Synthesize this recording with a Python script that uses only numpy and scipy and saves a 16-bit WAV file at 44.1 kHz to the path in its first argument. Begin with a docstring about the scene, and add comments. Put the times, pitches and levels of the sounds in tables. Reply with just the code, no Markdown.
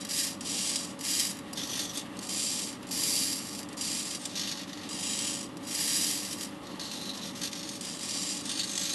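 """A fan hums throughout; close by, two hobby servos aim a small wooden turret after a hand-moved lever.
First the pan servo whirs in three sweeps, its gear teeth rattling the case. At 1.5 s the tilt servo
grinds and squeals, nudged fifty times a second. They take turns, four rounds in all; tilt ends at 8.9 s.
Starts and reversals knock the slack out of the gears; direction, speed and pose colour the whir."""
import sys
import numpy as np
from scipy import signal
from scipy.fft import rfft, irfft
from scipy.io import wavfile
from scipy.ndimage import uniform_filter1d

SR = 44100
rng = np.random.default_rng(int(sys.argv[2]) if len(sys.argv) > 2 else 0)


def wav_out(sig):
    """Save sig, one row per channel (or a flat mono array), as 16-bit PCM at SR to the path in sys.argv[1]."""
    wavfile.write(sys.argv[1], SR, np.round(np.clip(np.atleast_2d(sig).T, -1, 1) * 32767).astype(np.int16))


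N = 394254
TIME_S = np.arange(N) / SR
FRAME_HZ = 50  # controller rate
PAN_SLOT_S, TILT_SLOT_S = .009, .013  # each servo's offset within a frame


def undb(db):
    """Decibels to gain."""
    return 10 ** (np.asarray(db) / 20)


def unit(x):
    """Scale to rms 1."""
    return x / np.sqrt(np.mean(x ** 2))


def walk(rate_hz):
    """Smooth random wander, rms 1."""
    span = int(SR / rate_hz)
    steps = np.repeat(rng.standard_normal(N // span + 1), span)
    return unit(uniform_filter1d(uniform_filter1d(steps, span), span)[:N])


def colour(x, points):
    """Minimum-phase filter through (freq_hz, gain_db) points."""
    freq_hz, gain_db = np.transpose(points)
    grid_hz = np.linspace(1, SR / 2, 4097)
    curve_db = np.interp(np.log(grid_hz), np.log(np.sort(freq_hz)), gain_db)
    cepstrum = irfft(np.log(undb(curve_db)))
    causal_fold = np.r_[1, np.full(4095, 2), np.zeros(4096)]
    impulse = irfft(np.exp(rfft(cepstrum * causal_fold)))
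    return signal.fftconvolve(x, impulse)[:N]


def resonate(x, centre_hz, stage_width_hz):
    """Two equal resonators in series, gain 1 at the centre."""
    b, a = signal.iirpeak(centre_hz, centre_hz / stage_width_hz, fs=SR)
    return signal.lfilter(b, a, signal.lfilter(b, a, x))


def fan():
    """Steady rush, booming room modes, wavering mains and fan tones, faint hiss."""
    # freq_hz, gain_db
    rush_curve = [(18, -37), (30, -23.5), (91, -13), (146, -9), (184, -0.5), (228, -4), (288, 0.5),
                  (358, -10.5), (525, -10.5), (561, -13.5), (662, -14), (822, -13.5), (1150, -11.5),
                  (1450, -19.5), (1600, -49), (2080, -49), (3520, -120)]
    hiss_curve = [(820, -18), (1400, -9), (1860, -1), (2210, -6.5), (2590, -7), (2760, -3), (6120, -16.5),
                  (11500, -17.5), (12500, -32), (16200, -65), (22000, -120)]
    # centre_hz, nominal_width_hz, gain_db
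    room_modes = [(127.6, 9.2, -8), (182.3, 9.3, -1), (198, 9, 0.5), (231, 40, -4), (276, 23, 0),
                  (325.3, 13.6, -3.5), (379.8, 7.8, -7), (449, 19, -12), (749.4, 17, -13.5), (842, 51, -13),
                  (1122, 30, -13)]
    # pitch_hz, level_db
    hum_tones = [(100, -63.5), (300, -53.5), (560, -56.5), (600, -63), (900, -80), (1201, -67.5),
                 (1223, -69)]
    rush = unit(colour(rng.standard_normal(N), rush_curve)) * undb(-46 + 1.1 * walk(5))
    boom = sum(undb(gain_db) * resonate(rng.standard_normal(N), centre_hz, 1.7 * width_hz)
               for centre_hz, width_hz, gain_db in room_modes)
    hum = 0
    for pitch_hz, level_db in hum_tones:
        amplitude = np.sqrt(2) * undb(level_db + 1.2 * walk(5.9))
        hum += amplitude * np.sin(2 * np.pi * pitch_hz * TIME_S + 0.47 * walk(2.96))
    hiss = unit(colour(rng.standard_normal(N), hiss_curve)) * undb(-52 + 1.75 * walk(40))
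    return rush + undb(-46.5) * unit(boom) + hum + hiss


def room(x, t60_s, wet_db):
    """Add the short diffuse tail of a small, softly furnished room."""
    age_s = np.arange(SR // 3) / SR
    tail = rng.standard_normal(len(age_s)) * np.exp(-np.log(1000) * age_s / t60_s) * (age_s > .002)
    return x + undb(wet_db) * signal.fftconvolve(x, tail / np.linalg.norm(tail))[:N]


def treble_sheen(x, corner_hz):
    """The servos' top hiss, above the corner, brightens and dulls from move to move."""
    # time_s, lift_db
    treble_lift = [(.2, -1), (1.2, 0), (1.7, 8), (2.5, 1), (3.9, 0.5), (4.5, -2.5), (5.9, 1.5), (7.4, 3),
                   (8.2, -6), (8.9, -2)]
    lift_db = np.interp(TIME_S, *np.transpose(treble_lift))
    treble = signal.sosfiltfilt(signal.butter(2, corner_hz, "high", fs=SR, output="sos"), x)
    return x + treble * (undb(lift_db) - 1)


def jerks(hold_s, decay_s, twitch_chance, twitch_db):
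    """Shake envelope: slack knocking shut and chance twitches briefly jolt the gear train."""
    # start_s, drive_db
    slack_knocks = [(0.0486, -40), (0.0932, -37), (0.4075, -39), (0.6734, -27), (0.7154, -29),
                    (0.7573, -20), (0.99, -38), (1.1134, -27), (1.1496, -22), (1.1962, -16), (1.2024, -20),
                    (1.3877, -39), (1.5299, -34), (2.1898, -37.5), (2.2929, -31), (2.828, -46),
                    (2.9132, -27), (3.688, -44.5), (3.7282, -42), (3.77, -37), (3.811, -29.5),
                    (4.254, -28.5), (4.355, -31), (4.73, -34), (4.8893, -32), (5.5702, -42.5), (6.796, -34),
                    (7.4153, -32), (7.53, -30), (7.629, -35.5), (7.6905, -32.5), (7.8095, -32.5),
                    (8.171, -26), (8.4927, -33), (8.777, -23)]
    slots_s = np.arange(0, TIME_S[-1], 1 / FRAME_HZ) + PAN_SLOT_S
    twitches = [(slot_s, twitch_db) for slot_s in slots_s[rng.random(len(slots_s)) < twitch_chance]]
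    age_s = np.arange(SR // 10) / SR
    jolt = np.exp(-np.maximum(age_s - hold_s, 0) / decay_s)
    shake = np.zeros(N)
    for start_s, drive_db in slack_knocks + twitches:
        part = shake[int(start_s * SR):][:len(jolt)]
        part += undb(drive_db) * jolt[:len(part)]
    return shake


def motor_run(start_s, stop_s, spin_up_s=.008, coast_db_per_s=340):
    """Envelope of one move: the motor spins up, then coasts down once the drive is cut."""
    spin_up = 1 - np.exp(-np.clip(TIME_S - start_s, 0, 1) / spin_up_s)
    return spin_up * undb(-coast_db_per_s * np.clip(TIME_S - stop_s, 0, 1))


def even_effort(moves):
    """Effort of moves at even speed; the strongest takes over."""
    return np.max([undb(db) * motor_run(start_s, stop_s) for start_s, stop_s, db in moves], axis=0)


def pushes(slot_s, decay_s, scatter_db, coast):
    """One controller push of uneven strength per frame; the motor coasts in between."""
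    frame, phase = np.divmod((TIME_S - slot_s) * FRAME_HZ, 1)
    strength = undb(scatter_db * rng.uniform(-1.8, 1, N)[frame.astype(int)])
    return unit(coast + strength * np.exp(-phase / FRAME_HZ / decay_s))


def gears(mesh_hz, jitter, scatter_db, slide_db, pinion_teeth=10):
    """One uneven click per meshing tooth, mistimed by backlash, plus the hiss of sliding flanks."""
    teeth_passed = np.cumsum(mesh_hz * (1 + jitter * walk(400))) / SR
    contacts = np.flatnonzero(np.diff(np.floor(teeth_passed)))
    lag_samples = ((rng.random(N) * SR / mesh_hz)[contacts] / 2).astype(int)
    wear = np.resize(rng.uniform(-0.54, 1, pinion_teeth), len(contacts))  # repeats every turn
    blow_db = scatter_db * (rng.uniform(-1.9, 1, N)[contacts] + .5 * wear)
    clicks = np.zeros(N)
    clicks[(contacts + lag_samples) % N] = undb(blow_db)
    return unit(clicks / np.sqrt(mesh_hz)) + undb(slide_db) * rng.standard_normal(N)


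def housing(rasp, rattle, drive, modes, mount_curve, ring_db, waver_db):
    """One gear stage rasps through the mount; the next rings case modes that radiate by pose."""
    # time_s, elevation (0 level, 1 raised)
    poses = [(0, 0.42), (1.5, 0.4), (2.05, 0.94), (4.15, 0.99), (4.85, 0.047), (6.6, 0.46), (8, 0.87),
             (8.94, 0.97)]
    elevation = np.interp(TIME_S, *np.transpose(poses))
    # the contact point wanders round the gears: each mode swells and fades on its own
    gains = [undb(flat_db + (raised_db - flat_db) * elevation + waver_db * walk(14))
             for _, _, flat_db, raised_db in modes]

    def case(x):
        return sum(gain * resonate(x, centre_hz, 1.77 * width_hz)
                   for gain, (centre_hz, width_hz, _, _) in zip(gains, modes))

    mount = colour(rasp * drive, mount_curve) / colour(rasp, mount_curve).std()
    ringing = case(rattle * drive) / case(rattle).std()
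    return (mount + undb(ring_db) * ringing) / np.hypot(1, undb(ring_db))


def squeal(drive, flutter_hz, stutter_db):
    """Loaded tilt gears catch and let go in narrow, unsteady tones."""
    # start_s, stop_s, first_pitch_hz, last_pitch_hz, relative_db
    glides = [(1.546, 2.027, 3400, 3460, -10.5), (1.61, 1.9, 5920, 5960, -8),
              (4.339, 4.564, 4118, 4020, -16), (6.62, 7.299, 4310, 3880, -6),
              (8.45, 8.936, 3580, 4060, -8.5)]
    stick_slip = (walk(flutter_hz) + 1j * walk(flutter_hz)) * undb(stutter_db * walk(45))
    tones = 0
    for start_s, stop_s, first_hz, last_hz, relative_db in glides:
        pitch_hz = np.interp(TIME_S, [start_s, stop_s], [first_hz, last_hz])
        phase_rad = 2 * np.pi * np.cumsum(pitch_hz) / SR
        tones += undb(relative_db) * motor_run(start_s, stop_s) * np.exp(1j * phase_rad)
    return drive * np.real(stick_slip * tones)


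def tilt_effort():
    """The tilt motor corrects in short spurts."""
    # start_s, stop_s, effort_db
    spurts = [(1.552, 1.7, -38), (1.68, 1.845, -35), (1.86, 1.94, -44.5), (1.935, 1.98, -37),
              (4.188, 4.35, -42), (4.35, 4.42, -32), (4.42, 4.525, -34), (4.52, 4.62, -40.5),
              (4.668, 4.87, -47), (6.62, 6.74, -50.5), (6.79, 7.095, -40), (7.13, 7.16, -38),
              (7.21, 7.29, -40), (7.345, 7.41, -42), (7.405, 7.46, -34), (7.51, 7.6, -42),
              (7.625, 7.77, -42), (8.43, 8.78, -39), (8.488, 8.61, -35), (8.77, 8.94, -34.5)]
    return even_effort(spurts)


def tilt_servo(effort, shake):
    """Slow corrections: separate pushes make the gears grind, stutter and squeal."""
    # freq_hz, gain_db
    mount_curve = [(800, -40), (1400, -10.5), (1900, -8), (2200, -7), (3500, 2), (4300, 0), (5100, 0.5),
                   (6500, -1.5), (8000, -8), (9200, -14.5), (10200, -13), (11500, -7), (12500, -29)]
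    # centre_hz, nominal_width_hz, flat_pose_db, raised_pose_db
    case_modes = [(1905, 120, 0, -4), (3160, 650, -4, -7), (3650, 240, 2, -3), (4445, 180, 4, 3),
                  (5620, 720, -4, -2), (6220, 330, -27, -0.5), (6450, 270, -10, 5.5), (7600, 670, -24, 5),
                  (8810, 340, -12, 3), (11340, 290, -18, -7)]
    drive = effort * pushes(TILT_SLOT_S, decay_s=0.016, scatter_db=4.0, coast=0.28)
    rasp = gears(mesh_hz=np.full(N, 1100), jitter=.15, scatter_db=0.5, slide_db=-2.0)
    rattle = gears(mesh_hz=np.full(N, 600), jitter=.15, scatter_db=7, slide_db=2.5)
    grind = housing(rasp, rattle, np.hypot(drive, shake), case_modes, mount_curve,
                    ring_db=-0.5, waver_db=3.0)
    return undb(-0.84) * grind + squeal(drive, flutter_hz=750, stutter_db=4.0)


def pan_effort(slowing_db):
    """Slow creeps, and sweeps with a running start, a rounded top and a slowing toward the stop."""
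    # start_s, fastest_s, stop_s, start_db, top_db
    sweeps = [(.086, .195, .32, -35.5, -30), (.442, .65, 0.85, -35, -31.5), (1.02, 1.18, 1.307, -36, -28.5),
              (2.284, 2.48, 2.71, -33.5, -31.5), (2.906, 3.16, 3.385, -34.5, -28.5),
              (3.8, 3.96, 4.07, -35, -33), (4.975, 5.3, 5.38, -36, -33.5), (5.695, 5.98, 6.24, -34.5, -29),
              (8.0, 8.25, 8.41, -38, -33)]
    # start_s, stop_s, effort_db
    creeps = [(0, .012, -39), (.064, .076, -46), (.41, .46, -42), (.83, .9, -43.5), (.985, 1.05, -42.5),
              (1.3, 1.355, -47), (2.205, 2.29, -42), (2.865, 2.91, -46), (3.38, 3.6, -40.5),
              (3.765, 3.82, -40), (4.03, 4.15, -37), (4.885, 5.0, -38.5), (5.36, 5.44, -42),
              (5.62, 5.67, -46), (5.665, 5.72, -38.5), (6.16, 6.34, -38), (6.37, 6.445, -38.5),
              (7.805, 7.955, -38.5), (7.96, 8.04, -43)]
    effort = 0
    for start_s, fastest_s, stop_s, start_db, top_db in sweeps:
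        early = np.clip((fastest_s - TIME_S) / (fastest_s - start_s), 0, 1) ** 2
        late = np.clip((TIME_S - fastest_s) / (stop_s - fastest_s), 0, 1) ** 2
        effort_db = top_db + (start_db - top_db) * early - slowing_db * late
        effort += motor_run(start_s, stop_s) * undb(effort_db)
    return np.maximum(effort, even_effort(creeps))


def flanks(whir, effort, thin_db, body_hz):
    """Opposite tooth flanks bear in each direction and colour the whir; speed thins its body."""
    # time_s; the first move is leftward
    reversals = [.045, .39, .97, 2.1, 2.8, 3.67, 5.54, 7.0]
    # freq_hz, gain_db
    left_curve = [(1900, -1), (3000, 1), (4900, -0.5), (7400, 1), (9600, 1), (11700, -3.5)]
    right_curve = [(1900, 1.5), (3000, -1.5), (4900, 0), (7400, -0.5), (9600, 0), (11700, 2)]
    rightward = np.searchsorted(reversals, TIME_S) % 2
    coloured = np.where(rightward, colour(whir, right_curve), colour(whir, left_curve))
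    body = signal.sosfiltfilt(signal.butter(2, body_hz, fs=SR, output="sos"), coloured)
    loss_db = thin_db * (effort / effort.max()) ** 2
    return coloured + body * (undb(-loss_db) - 1)


def pan_servo(effort, shake):
    """Fast sweeps: more speed gives louder, denser tooth clicks and a steadier drive."""
    # freq_hz, gain_db
    mount_curve = [(800, -32.5), (1400, -24), (1850, -8), (2300, -2), (2600, -3), (3400, -1), (4200, -0.5),
                   (5200, 3.5), (6200, -0.5), (7500, -0.5), (9200, -3), (11700, -5.5), (12500, -15)]
    # centre_hz, nominal_width_hz, flat_pose_db, raised_pose_db
    case_modes = [(1853, 184, -5, -13.5), (2870, 190, -0.5, -6.5), (3134, 86, 3, -3.5),
                  (3888, 57, 3.5, 0.5), (4660, 206, -3, 3.5), (4876, 110, 4, 2), (5680, 76, 3.5, 3),
                  (6990, 180, 3, -0.5), (7350, 180, -4, 4), (7760, 150, 5.5, -3), (8495, 116, -3, 0.5),
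                  (9720, 300, -2, -6), (10940, 530, -7, -3)]
    speed = np.clip(effort / undb(-29), .05, 1) ** .5
    pulsed = pushes(PAN_SLOT_S, decay_s=0.0041, scatter_db=9, coast=0.31)
    drive = effort * (speed + (1 - speed) * pulsed) * undb(0.78 * walk(110))
    rasp = gears(mesh_hz=600 + 600 * speed, jitter=.12, scatter_db=5.5, slide_db=-4.0)
    rattle = gears(mesh_hz=300 + 400 * speed, jitter=.12, scatter_db=5, slide_db=-6)
    knock = shake * (1.15 - 0.55 * speed)  # teeth pressed together have less slack
    whir = housing(rasp, rattle, np.hypot(drive, knock), case_modes, mount_curve,
                   ring_db=0.0, waver_db=1.16)
    return flanks(undb(-0.43) * whir, effort, thin_db=4, body_hz=3740)


def scene():
    """Both servos in the room, over the fan; a jerk shakes whichever works harder."""
    shake = jerks(hold_s=0.0013, decay_s=0.0036, twitch_chance=.07, twitch_db=-42)
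    pan, tilt = pan_effort(slowing_db=8), tilt_effort()
    tilting = tilt > pan
    servos = pan_servo(pan, shake * ~tilting) + tilt_servo(tilt, shake * tilting)
    turret = treble_sheen(servos, corner_hz=10800)
    return (room(turret, t60_s=0.066, wet_db=-7.5) + fan())[None]


def record(dry):
    """Steep low-pass at 12.2 kHz."""
    return signal.sosfilt(signal.ellip(12, .2, 80, 12200, fs=SR, output="sos"), dry)


dry = scene()
out = record(dry)
wav_out(out)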